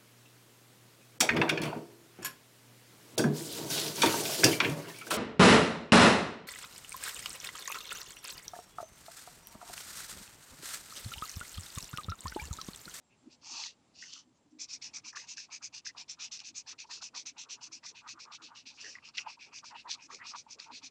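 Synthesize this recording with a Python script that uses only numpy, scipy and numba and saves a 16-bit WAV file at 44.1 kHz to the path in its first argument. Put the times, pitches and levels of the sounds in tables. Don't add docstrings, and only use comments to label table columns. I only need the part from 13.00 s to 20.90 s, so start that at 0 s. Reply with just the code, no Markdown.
import sys
import numpy as np
from scipy import signal
from scipy.fft import rfft, irfft
from scipy.io import wavfile
from scipy.ndimage import uniform_filter1d
from numba import njit

SR = 44100
rng = np.random.default_rng(int(sys.argv[2]) if len(sys.argv) > 2 else 0)


def pcm_store(signal):
    levels = np.round(np.clip(np.atleast_2d(signal), -1, 1) * 32767)
    wavfile.write(sys.argv[1], SR, levels.astype(np.int16).T)


N = 348390

# (start [s], length [s], nib peak level [dB], share of the length spent rising [0-1],
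# barrel against nib [dB], sheet rasp against nib [dB],
# head start of the barrel [s]: long on the pull, short on the push)
STROKES = [(0.078, 0.088, -93.5, 0.65, 23, -6, 0.001), (0.295, 0.081, -63.0, 0.47, -9, 0, 0.018),
           (0.398, 0.23, -47, 0.53, -11.5, -3, 0.001), (0.506, 0.26, -44.5, 0.34, -8.5, 0, 0.01),
           (0.925, 0.24, -52, 0.5, -10.5, -2.5, 0.001), (1.056, 0.2, -53, 0.53, -5, -1.5, 0.018),
           (1.322, 0.093, -80, 0.44, -10, -5, 0.001), (1.499, 0.041, -77.0, 0.46, -12, -10, 0.001),
           (1.584, 0.096, -42, 0.32, -16, -9.5, 0.0038), (1.673, 0.12, -41.5, 0.45, -15.5, -8, 0.001),
           (1.81, 0.11, -42, 0.19, -11.5, -6.5, 0.001), (1.929, 0.089, -42, 0.25, -12, -9, 0.00091),
           (2.034, 0.099, -44.5, 0.41, -8.5, -5, 0.0059), (2.123, 0.037, -58.0, 0.19, -19, -20, 0.012),
           (2.15, 0.14, -44, 0.11, -9.5, -8, 0.001), (2.259, 0.11, -44, 0.44, -10, -7.5, 0.001),
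           (2.357, 0.13, -44.5, 0.25, -11, -6, 0.001), (2.499, 0.098, -44, 0.51, -7, -7.5, 0.0076),
           (2.614, 0.085, -39.5, 0.37, -14, -13, 0.001), (2.721, 0.1, -45.5, 0.42, -9.5, -3.5, 0.005),
           (2.844, 0.081, -42, 0.21, -12, -5.5, 0.001), (2.957, 0.096, -46.5, 0.48, -7.0, -4, 0.0045),
           (3.076, 0.09, -43.5, 0.29, -12.5, -8, 0.001), (3.183, 0.12, -41, 0.36, -9.5, -5.5, 0.0026),
           (3.31, 0.1, -41.5, 0.15, -13, -8.0, 0.001), (3.384, 0.059, -54, 0.4, -2, -6, 0.003),
           (3.426, 0.104, -46, 0.4, -9.5, -6.5, 0.002), (3.538, 0.1, -43, 0.31, -12, -8.5, 0.001),
           (3.657, 0.093, -45, 0.49, -9.5, -3, 0.001), (3.776, 0.087, -46.5, 0.31, -6, -4, 0.001),
           (3.852, 0.062, -65.5, 0.55, -21, -3, 0.016), (3.89, 0.14, -43.5, 0.23, -12.5, -3.5, 0.001),
           (4.009, 0.1, -41.5, 0.23, -14, -7, 0.001), (4.14, 0.11, -42.5, 0.26, -13, -2, 0.0038),
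           (4.251, 0.083, -44.5, 0.24, -9, -6.5, 0.001), (4.367, 0.1, -44.0, 0.35, -10.5, -5, 0.011),
           (4.485, 0.1, -44.5, 0.31, -9.0, -5.0, 0.0024), (4.605, 0.093, -45, 0.41, -12.5, -4.5, 0.0076),
           (4.709, 0.1, -46.5, 0.3, -13, -7, 0.001), (4.826, 0.11, -47.0, 0.45, -14, -3, 0.01),
           (4.942, 0.095, -58, 0.34, 3, 4.5, 0.0038), (5.065, 0.091, -47, 0.48, -7, -2, 0.0064),
           (5.185, 0.093, -51.0, 0.33, -8, -2.5, 0.001), (5.308, 0.081, -51, 0.46, -4, 1, 0.001),
           (5.415, 0.11, -52.5, 0.13, -4.5, 2.5, 0.001), (5.537, 0.11, -55, 0.37, -2.5, -0.5, 0.001),
           (5.653, 0.1, -51.0, 0.23, -5.5, 0, 0.005), (5.727, 0.1, -61.5, 0.23, -25, -4, 0.005),
           (5.776, 0.098, -51.5, 0.43, -3.5, 0.5, 0.014), (5.83, 0.19, -48.5, 0.18, -8, -6.5, 0.001),
           (5.98, 0.07, -80, 0.5, -5, -2, 0.001), (6.024, 0.1, -53.5, 0.49, -3, -6, 0.014),
           (6.131, 0.062, -61.5, 0.55, 4.5, 5, 0.001), (6.17, 0.084, -43.5, 0.03, -4, -9, 0.001),
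           (6.264, 0.11, -54, 0.5, -0.5, 0.5, 0.025), (6.383, 0.13, -55.5, 0.35, 0.5, -2, 0.001),
           (6.517, 0.11, -49, 0.47, -5.5, -10.5, 0.014), (6.632, 0.11, -51.5, 0.29, -6, -2, 0.001),
           (6.746, 0.097, -60, 0.58, 7, 3.5, 0.023), (6.873, 0.097, -41, 0.54, -10, -2.5, 0.0083),
           (6.957, 0.048, -68, 0.2, -11, -4, 0.001), (6.985, 0.099, -55.5, 0.68, -3.5, -11, 0.025),
           (7.089, 0.13, -50, 0.37, -7.5, -4, 0.001), (7.242, 0.11, -45.5, 0.45, -8, -6.5, 0.047),
           (7.343, 0.099, -49.5, 0.4, -11.0, -5, 0.015), (7.481, 0.091, -49, 0.44, -12.0, -5.5, 0.018),
           (7.583, 0.12, -50, 0.19, -7.5, -5.5, 0.001), (7.708, 0.11, -51.5, 0.44, -3.5, 0, 0.0098),
           (7.814, 0.088, -51, 0.5, -7.0, -0.5, 0.009)]
# (nominal centre [Hz], width [Hz], relative level [dB])
NIB = [(5204, 880, 0), (5880, 1160, 1.5), (6815, 265, -4), (7960, 1900, -23), (8350, 5300, -30)]
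BARREL = [(1700, 730, -11.5), (2267, 220, -6), (2556, 516, 5.5)]
RASP = [(3357, 590, -7.5), (3840, 1060, -7.5), (4425, 1670, 5.5)]
# (time [s], pitch factor of the barrel [ratio], pitch factor of the nib [ratio])
GRIP = [(0, 0.98, 0.99), (1.3, 1.204, 1.03), (1.55, 0.96, 1.006), (3, 1.02, 0.98), (4.8, .99, 1.013),
        (5.6, 1.024, 0.97), (6.5, .99, 0.96), (7.9, 0.96, .99)]
NIB_POWER, BARREL_POWER, RASP_POWER = (2.42, 2.72), (2.45, 1.65), (1.68, 2.44)
BARREL_EARLY, RASP_EARLY = 0.8, 0.96
RASP_LEAD_SHARE = 0.37
STROKE_HASTE = 1.092
NIB_GLIDE = .04


def marker():
    grain = slips(spread_db=2.5, flutter_db=1.5)
    barrel_db, rasp_db, lead_s = np.transpose(STROKES)[4:]
    grip_s, *grip_factors = np.transpose(GRIP)
    barrel_bend, nib_bend = (np.interp(np.arange(N) / SR, grip_s, f) for f in grip_factors)

    equal_strokes = [(s, length, 0., rise) for s, length, _, rise, *_ in STROKES]
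    speed = np.minimum(swells(equal_strokes, power=1.4), 1)
    nib_bend = nib_bend * (1 + NIB_GLIDE * (uniform_filter1d(speed, size=200) - .5))

    nib_gain = swells(STROKES, NIB_POWER, haste=STROKE_HASTE)
    nib = nib_gain * ring(grain, NIB, drift=0.029, patchy_db=-1.5, bend=nib_bend)
    barrel_gain = swells(STROKES, BARREL_POWER, barrel_db, lead_s, BARREL_EARLY, STROKE_HASTE)
    barrel = barrel_gain * ring(grain, BARREL, drift=.04, patchy_db=1.0, bend=barrel_bend)
    rasp_gain = swells(STROKES, RASP_POWER, rasp_db, RASP_LEAD_SHARE * lead_s, RASP_EARLY, STROKE_HASTE)
    rasp = rasp_gain * ring(grain, RASP, drift=0.047, patchy_db=1.5)
    return nib + barrel + rasp


# (start [s], length [s], peak level [dB], share spent rising [0-1],
# upper against lower modes [dB])
SHUFFLES = [(0.391, 0.3, -52, 0.81, -2), (1.084, 0.053, -69, 0.4, 10.0), (1.119, 0.14, -63.5, 0.24, 14),
            (1.814, 0.054, -72, 0.23, -4), (1.917, 0.16, -69, 0.18, 6), (2.032, 0.073, -60, 0.4, 6),
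            (2.113, 0.089, -49, 0.7, 9), (2.2, 0.15, -61.5, 0.4, -10), (2.479, 0.1, -62.5, 0.18, -5.0),
            (2.602, 0.051, -63.5, 0.47, 4), (2.703, 0.075, -61, 0.59, -8), (2.84, 0.036, -72, 0.39, 4),
            (2.947, 0.13, -60, 0.03, -7), (3.164, 0.13, -59.5, 0.26, 2), (3.39, 0.066, -61, 0.46, -10),
            (3.654, 0.064, -55, 0.35, -21), (3.707, 0.055, -57.5, 0.45, -2), (3.835, 0.037, -58, 0.57, -9),
            (3.881, 0.064, -52, 0.4, -1.0), (3.937, 0.073, -63, 0.5, 2), (4, 0.042, -48.5, 0.63, 7.0),
            (4.127, 0.1, -53, 0.2, 1), (4.246, 0.053, -60.5, 0.3, 2), (4.32, 0.088, -57.5, 0.76, -6),
            (4.391, 0.13, -60, 1, 5), (4.55, 0.053, -62.5, 0.88, 0.0), (4.596, 0.054, -60, 0.36, -7),
            (4.634, 0.062, -66.5, 0.9, 10), (4.707, 0.023, -54.5, 0.47, 12), (4.823, 0.051, -52, 0.28, 1.5),
            (4.853, 0.14, -65, 0.82, 3.0), (4.998, 0.12, -51, 0.6, 5), (5.121, 0.093, -55, 0.78, 11),
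            (5.238, 0.071, -53.5, 0.62, 6.0), (5.289, 0.071, -53, 0.33, -1), (5.35, 0.089, -60, 0.96, 7.0),
            (5.454, 0.15, -54.5, 0.63, 0.5), (5.687, 0.066, -60, 0.83, -6), (5.761, 0.073, -61, 0.3, -2),
            (5.819, 0.14, -66.5, 0.15, 3), (5.924, 0.128, -62.5, 0.38, 0), (6.015, 0.035, -60, 0.3, -1),
            (6.038, 0.069, -60.5, 0.97, 6.0), (6.129, 0.042, -62, 0.3, 3.0), (6.144, 0.21, -59, 0.64, -2),
            (6.243, 0.077, -47.5, 0.24, -12), (6.369, 0.071, -63, 0.07, -7), (6.438, 0.071, -61, 0.9, -5),
            (6.498, 0.055, -60, 0.64, -5), (6.619, 0.044, -55.5, 0.54, 6.0), (6.696, 0.1, -48, 0.46, -10),
            (6.83, 0.074, -46, 0.8, -8), (6.922, 0.049, -59, 0.8, 5.0), (6.967, 0.082, -58.5, 0.15, -5),
            (7.076, 0.073, -50.5, 0.58, 6.0), (7.181, 0.12, -49.5, 0.34, 7), (7.298, 0.083, -52, 0.63, 4),
            (7.46, 0.062, -61, 0.16, -6.5), (7.569, 0.12, -60.5, 0.1, 5), (7.653, 0.089, -51.5, 0.43, -5),
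            (7.803, 0.055, -59, 0.5, -3)]
# (nominal centre [Hz], width [Hz], level [dB])
SHEET = [(748, 218, -11), (947, 175, 3.5), (1183, 330, 3.5), (1340, 296, -4.5)]
SHEET_DRAG_DB, SHEET_LEAD_S = -32, 0.013


def sheet():
    rub = slips(spread_db=1.5, flutter_db=3.5)
    tilt_db = np.transpose(SHUFFLES)[4]
    drag = swells(STROKES, power=1.26, lift_db=SHEET_DRAG_DB, lead_s=SHEET_LEAD_S)
    upper_db = -10 * np.log10(1 + undb(-2 * tilt_db))
    lower_db = upper_db - tilt_db
    out = 0
    for modes, share_db in (SHEET[:2], lower_db), (SHEET[2:], upper_db):
        shuffle = swells(SHUFFLES, power=(1.8, 1.9), lift_db=share_db)
        out = out + np.hypot(shuffle, drag) * ring(rub, modes, drift=0.032, patchy_db=3.5)
    return out


# (time [s], peak level before the felt's blunting [dB], centre [Hz],
# time for the noise to decay by 60 dB [s])
SNAPS = [(.637, -24, 4200, .008), (1.136, -27, 5500, .005), (2.371, -31, 5400, .008),
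         (3.321, -32, 5500, .01), (3.392, -33, 5000, .004), (3.402, -29, 5000, .004),
         (3.802, -33, 5500, .005), (5.846, -34, 5800, .005), (6.088, -38, 5000, .005),
         (6.18, -24, 3600, .012), (6.184, -26, 2200, .012), (6.19, -28, 2000, .01),
         (6.586, -36, 4000, .004), (6.9145, -25, 4500, .008), (6.928, -25, 5000, .006),
         (7.6, -29, 4500, .005)]


def snaps():
    out = np.zeros(N)
    t = np.arange(1500) / SR
    for s, db, hz, t60 in SNAPS:
        attack = np.minimum(t / 0.00039, 1)
        crackle = rng.standard_normal(len(t)) * attack * np.exp(-np.log(1000) * t / t60)
        centre = np.full(len(t), 1. * hz)
        for _ in range(3):
            crackle = svf(crackle, centre, 0.64 * hz)
        out = burst(out, s, db, crackle)
    return signal.sosfilt(signal.butter(8, 7000, fs=SR, output="sos"), out)


# (start [s], length [s], peak level [dB], share spent rising [0-1])
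CREAKS = [(0.39, 0.268, -73, 0.95), (0.577, 0.13, -62.0, 0.72), (1.023, 0.1, -57.5, 0.08),
          (1.802, 0.15, -63, 0.25), (2.121, 0.022, -64, 0.33), (2.125, 0.12, -54, 0.44),
          (2.209, 0.049, -61, 0.74), (2.363, 0.09, -56, 0.23), (2.847, 0.039, -53.5, 0.51),
          (2.869, 0.052, -53, 0.47), (3.638, 0.14, -65, 0.58), (3.894, 0.099, -56.5, 0.17),
          (4.134, 0.086, -62.5, 0.5), (4.821, 0.13, -63.5, 0.2), (5.053, 0.065, -58.5, 0.3),
          (5.837, 0.089, -48, 0.13), (5.944, 0.072, -56, 0.17), (6.168, 0.042, -52, 0.5),
          (6.254, 0.062, -63, 0.28), (6.698, 0.043, -54, 0.67), (6.729, 0.069, -58, 0.46),
          (6.844, 0.076, -60, 0.5), (6.898, 0.046, -57, 0.46), (7.096, 0.053, -62, 0.4),
          (7.179, 0.088, -55.5, 0.3), (7.571, 0.094, -66, 0.26)]
# (nominal centre [Hz], width [Hz], relative level [dB])
BODY = [(1650, 320, -7), (1939, 310, -0.5)]


def creaks():
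    grain = slips(spread_db=3.5, flutter_db=4.0)
    return swells(CREAKS, power=(1.8, 2.2)) * ring(grain, BODY, drift=0.043, patchy_db=-2.0)


# (time [s], peak level [dB], pitch [Hz])
TAPS = [(0.638, -39, 2220), (1.038, -41, 2040), (1.5938, -56, 2270), (1.8188, -53, 2210), (2.13, -46, 1720),
        (2.149, -42, 1710), (2.171, -31.5, 1750), (2.38, -54, 2300), (2.38, -44, 1610), (2.6233, -51, 1620),
        (2.8539, -49, 2250), (2.865, -37.5, 1680), (3.783, -61, 2290), (3.903, -54, 1880),
        (4.8337, -50, 1890), (5.8454, -41, 1820), (5.9532, -36, 1960), (5.985, -42.5, 2020),
        (6.1802, -32, 2040), (6.7121, -57, 1470), (7.112, -46, 1770), (7.5963, -49, 1900)]


def taps():
    out = np.zeros(N)
    t = np.arange(2000) / SR
    envelope = np.minimum(t / 0.00087, 1) * np.exp(-t / 0.0023)
    for s, db, hz in TAPS:
        out = burst(out, s, db, np.sin(2 * np.pi * hz * t) * envelope)
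    return out


# (start [s], length [s], nominal peak level before the waver [dB],
# share spent rising [0-1], pitch [Hz])
THUDS = [(0.206, 0.09, -54.5, 0.8, 259.0), (0.402, 0.06, -67.5, 0.57, 285.0),
         (0.495, 0.095, -64.5, 0.33, 249.0), (1.072, 0.164, -72, 0.7, 272.0),
         (1.235, 0.16, -67.5, 0.29, 251.0), (1.428, 0.092, -66, 0.4, 283.0),
         (1.482, 0.14, -57.5, 0.54, 303.0), (1.588, 0.07, -62.5, 0.62, 258.0),
         (1.705, 0.24, -74.5, 0.14, 256.0), (1.962, 0.16, -68, 0.67, 306.0),
         (2.838, 0.059, -66, 0.5, 247.0), (3.469, 0.1, -61.5, 0.45, 267.0),
         (3.682, 0.089, -68, 0.64, 273.0), (4.077, 0.2, -75, 0.98, 262.0), (4.293, 0.11, -69, 0.27, 274.0),
         (4.54, 0.073, -69.0, 0.4, 246.0), (4.628, 0.135, -69.5, 0.5, 303.0),
         (4.689, 0.123, -70, 0.7, 260.0), (4.997, 0.095, -73, 0.72, 259.0),
         (5.118, 0.076, -64.5, 0.4, 260.0), (5.385, 0.089, -66, 0.73, 289.0),
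         (5.602, 0.081, -69.0, 0.87, 270.0), (5.667, 0.22, -71.5, 0.7, 273.0),
         (5.85, 0.095, -72, 0.64, 261.0), (7.014, 0.11, -61.5, 0.84, 277.0),
         (7.656, 0.11, -61.5, 0.65, 259.0), (7.798, 0.12, -64.0, 0.3, 270.0)]
# (nominal centre [Hz], width [Hz], relative level [dB])
DESK = [(119.6, 20, 2), (248.6, 33, -4.5), (318, 47, -6.5), (443, 275, -10.5)]
THUD_RUMBLE_DB = -1


def thuds():
    t = np.arange(N) / SR
    tone = sum(np.sqrt(2) * swells([row], power=3.5) * np.sin(2 * np.pi * row[4] * t) for row in THUDS)
    tone = tone * undb(-2.5 + 4.2 * walk(60))
    shake = ring(rng.standard_normal(N), DESK[1:3], drift=.03, patchy_db=4.5)
    return tone + swells(THUDS, power=2.5, lift_db=THUD_RUMBLE_DB) * shake


# (start [s], length [s], peak level [dB], share spent rising [0-1])
BUMPS = [(0.516, 0.47, -78, 0.3), (1.515, 0.103, -78, 0.6), (2.124, 0.11, -69.5, 0.6),
         (3.685, 0.14, -70.5, 0.37), (3.859, 0.2, -75.5, 0.35), (4.056, 0.2, -67.5, 0.53),
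         (4.286, 0.113, -74.0, 0.7), (4.422, 0.25, -72.5, 0.23), (4.66, 0.08, -74, 0.52),
         (4.88, 0.096, -73, 0.6), (5.346, 0.141, -74.5, 0.73), (5.819, 0.15, -64.5, 0.1),
         (5.894, 0.055, -72.0, 0.57), (6.165, 0.061, -68, 0.5), (6.448, 0.093, -74, 0.26),
         (6.69, 0.085, -77, 0.51), (6.819, 0.133, -69, 0.4), (7.059, 0.13, -66, 0.77),
         (7.539, 0.091, -65, 0.25), (7.633, 0.2, -69, 0.46)]


def bumps():
    hollow = ring(rng.standard_normal(N), DESK[3:], drift=0.074, patchy_db=4.0)
    return swells(BUMPS, power=1.9) * hollow


def rumble():
    desk = ring(rng.standard_normal(N), DESK, drift=0.028, patchy_db=6.0)
    sway_db = 1 * walk(16)
    return undb(-80.5 + sway_db) * desk


# (time [s], peak level between strokes [dB])
WHINE = [(0, -78), (.5, -78), (.75, -85), (1.5, -83), (2, -87), (7.9, -89)]
WHINE_HZ, WHINE_PERIOD_S, WHINE_START_S = 7601, .1342, .036


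def whine():
    t = np.arange(N) / SR
    gate = 1. * ((t - WHINE_START_S) % WHINE_PERIOD_S < WHINE_PERIOD_S / 2)
    on = uniform_filter1d(gate, size=300)
    swell = (1 + swells(STROKES, NIB_POWER) / undb(-75)) ** .35
    level = undb(np.interp(t, *np.transpose(WHINE)))
    return on * level * swell * np.sin(2 * np.pi * WHINE_HZ * t)


# (frequency [Hz], relative level per Hz [dB])
HUSH = [(15, -62), (25, -23.5), (114, -9), (199, -9.5), (253, -6), (373, -15), (410, -14), (441, -21),
        (535, -16), (618, -17.5), (866, -16), (1470, -25), (6900, -28.5), (7410, -26.5), (7970, -33.5),
        (10400, -40), (17500, -120)]
HUSH_DB = -72.5


def hush():
    hz = np.fft.rfftfreq(N, 1 / SR) + 1
    table_hz, table_db = np.transpose(HUSH)
    shape = undb(np.interp(np.log(hz), np.log(table_hz), table_db))
    noise = irfft(rfft(rng.standard_normal(N)) * shape, N)
    return undb(HUSH_DB + 1.8 * walk(8)) * unit(noise)


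def slips(spread_db, flutter_db):
    size_db = spread_db * rng.exponential(size=N)
    return rng.standard_normal(N) * undb(size_db + flutter_db * walk(150))


def ring(x, modes, drift, patchy_db, bend=0.99):
    out = 0
    for hz, width, db in modes:
        centre = hz * bend * (1 + drift * walk(12))
        push = x * rng.choice([-1., 1.], N)
        mode = svf(svf(push, centre, 1. * width), centre, 1. * width)
        out = out + undb(db + patchy_db * walk(30)) * mode
    return unit(out)


def swells(rows, power, lift_db=0., lead_s=0., early=1., haste=0.99):
    energy = np.zeros(N)
    lifts, leads = np.broadcast_to(lift_db, len(rows)), np.broadcast_to(lead_s, len(rows))
    rise_power, fall_power = np.broadcast_to(power, 2)
    for (s, length, db, rise, *_), lift, lead in zip(rows, lifts, leads):
        i = np.arange(max(int((s - lead) * SR), 0), min(int((s + length) * SR), N))
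        u = (i / SR - s + lead) / (length + lead)
        rise = np.clip(rise * early, .03, .97)
        ramp = np.minimum(u / rise, (1 - u) / (1 - rise))
        speed = np.sin(np.pi / 2 * np.clip(haste * ramp, 0, 1))
        loudness = speed ** np.where(u < rise, rise_power, fall_power)
        energy[i] += (undb(db + lift) * loudness) ** 2
    return np.sqrt(energy)


def burst(out, s, db, wave):
    i = max(int(s * SR), 0)
    wave = wave[:N - i]
    wave = undb(db) * wave / np.abs(wave).max()
    return out + np.r_[np.zeros(i), wave, np.zeros(N - i - len(wave))]


def walk(rate):
    k = int(SR / rate)
    held = np.repeat(rng.standard_normal(N // k + 1), k)
    return 1.21 * uniform_filter1d(uniform_filter1d(held, k), k)[:N]


@njit
def svf(x, hz, width):
    y, band, low = np.empty(len(x)), 0., 0.
    for i in range(len(x)):
        g, k = np.tan(np.pi * hz[i] / SR), width / hz[i]
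        v = (band + g * (x[i] - low)) / (1 + g * (g + k))
        band, low, y[i] = 2 * v - band, low + 2 * g * v, k * v
    return y


def undb(db):
    return 10 ** (np.asarray(db) / 20)


def unit(x):
    return x / np.sqrt(np.mean(x ** 2))


def room(near):
    t = np.arange(8000) / SR
    tail = rng.standard_normal(8000) * np.exp(-np.log(1000) * t / 0.043)
    tail = tail / np.sqrt(np.sum(tail ** 2))
    return near + undb(-19.5) * signal.fftconvolve(near, tail)[:N]


def treble_cut(near):
    air = signal.sosfilt(signal.ellip(6, 1, 30, [8250., 9400.], "bandpass", fs=SR, output="sos"), near)
    below = signal.sosfilt(signal.ellip(8, 1, 40, 8200., fs=SR, output="sos"), near)
    return below + undb(-10.5) * air


def scene():
    near = marker() + sheet() + snaps() + creaks() + taps() + thuds() + bumps() + rumble()
    return (treble_cut(room(near)) + whine() + hush())[None, :]


def record(dry):
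    cut = signal.sosfilt(signal.ellip(8, .2, 70, 10650, fs=SR, output="sos"), dry)
    return cut + undb(-103) * rng.standard_normal(dry.shape)


dry = scene()
out = record(dry)
pcm_store(out)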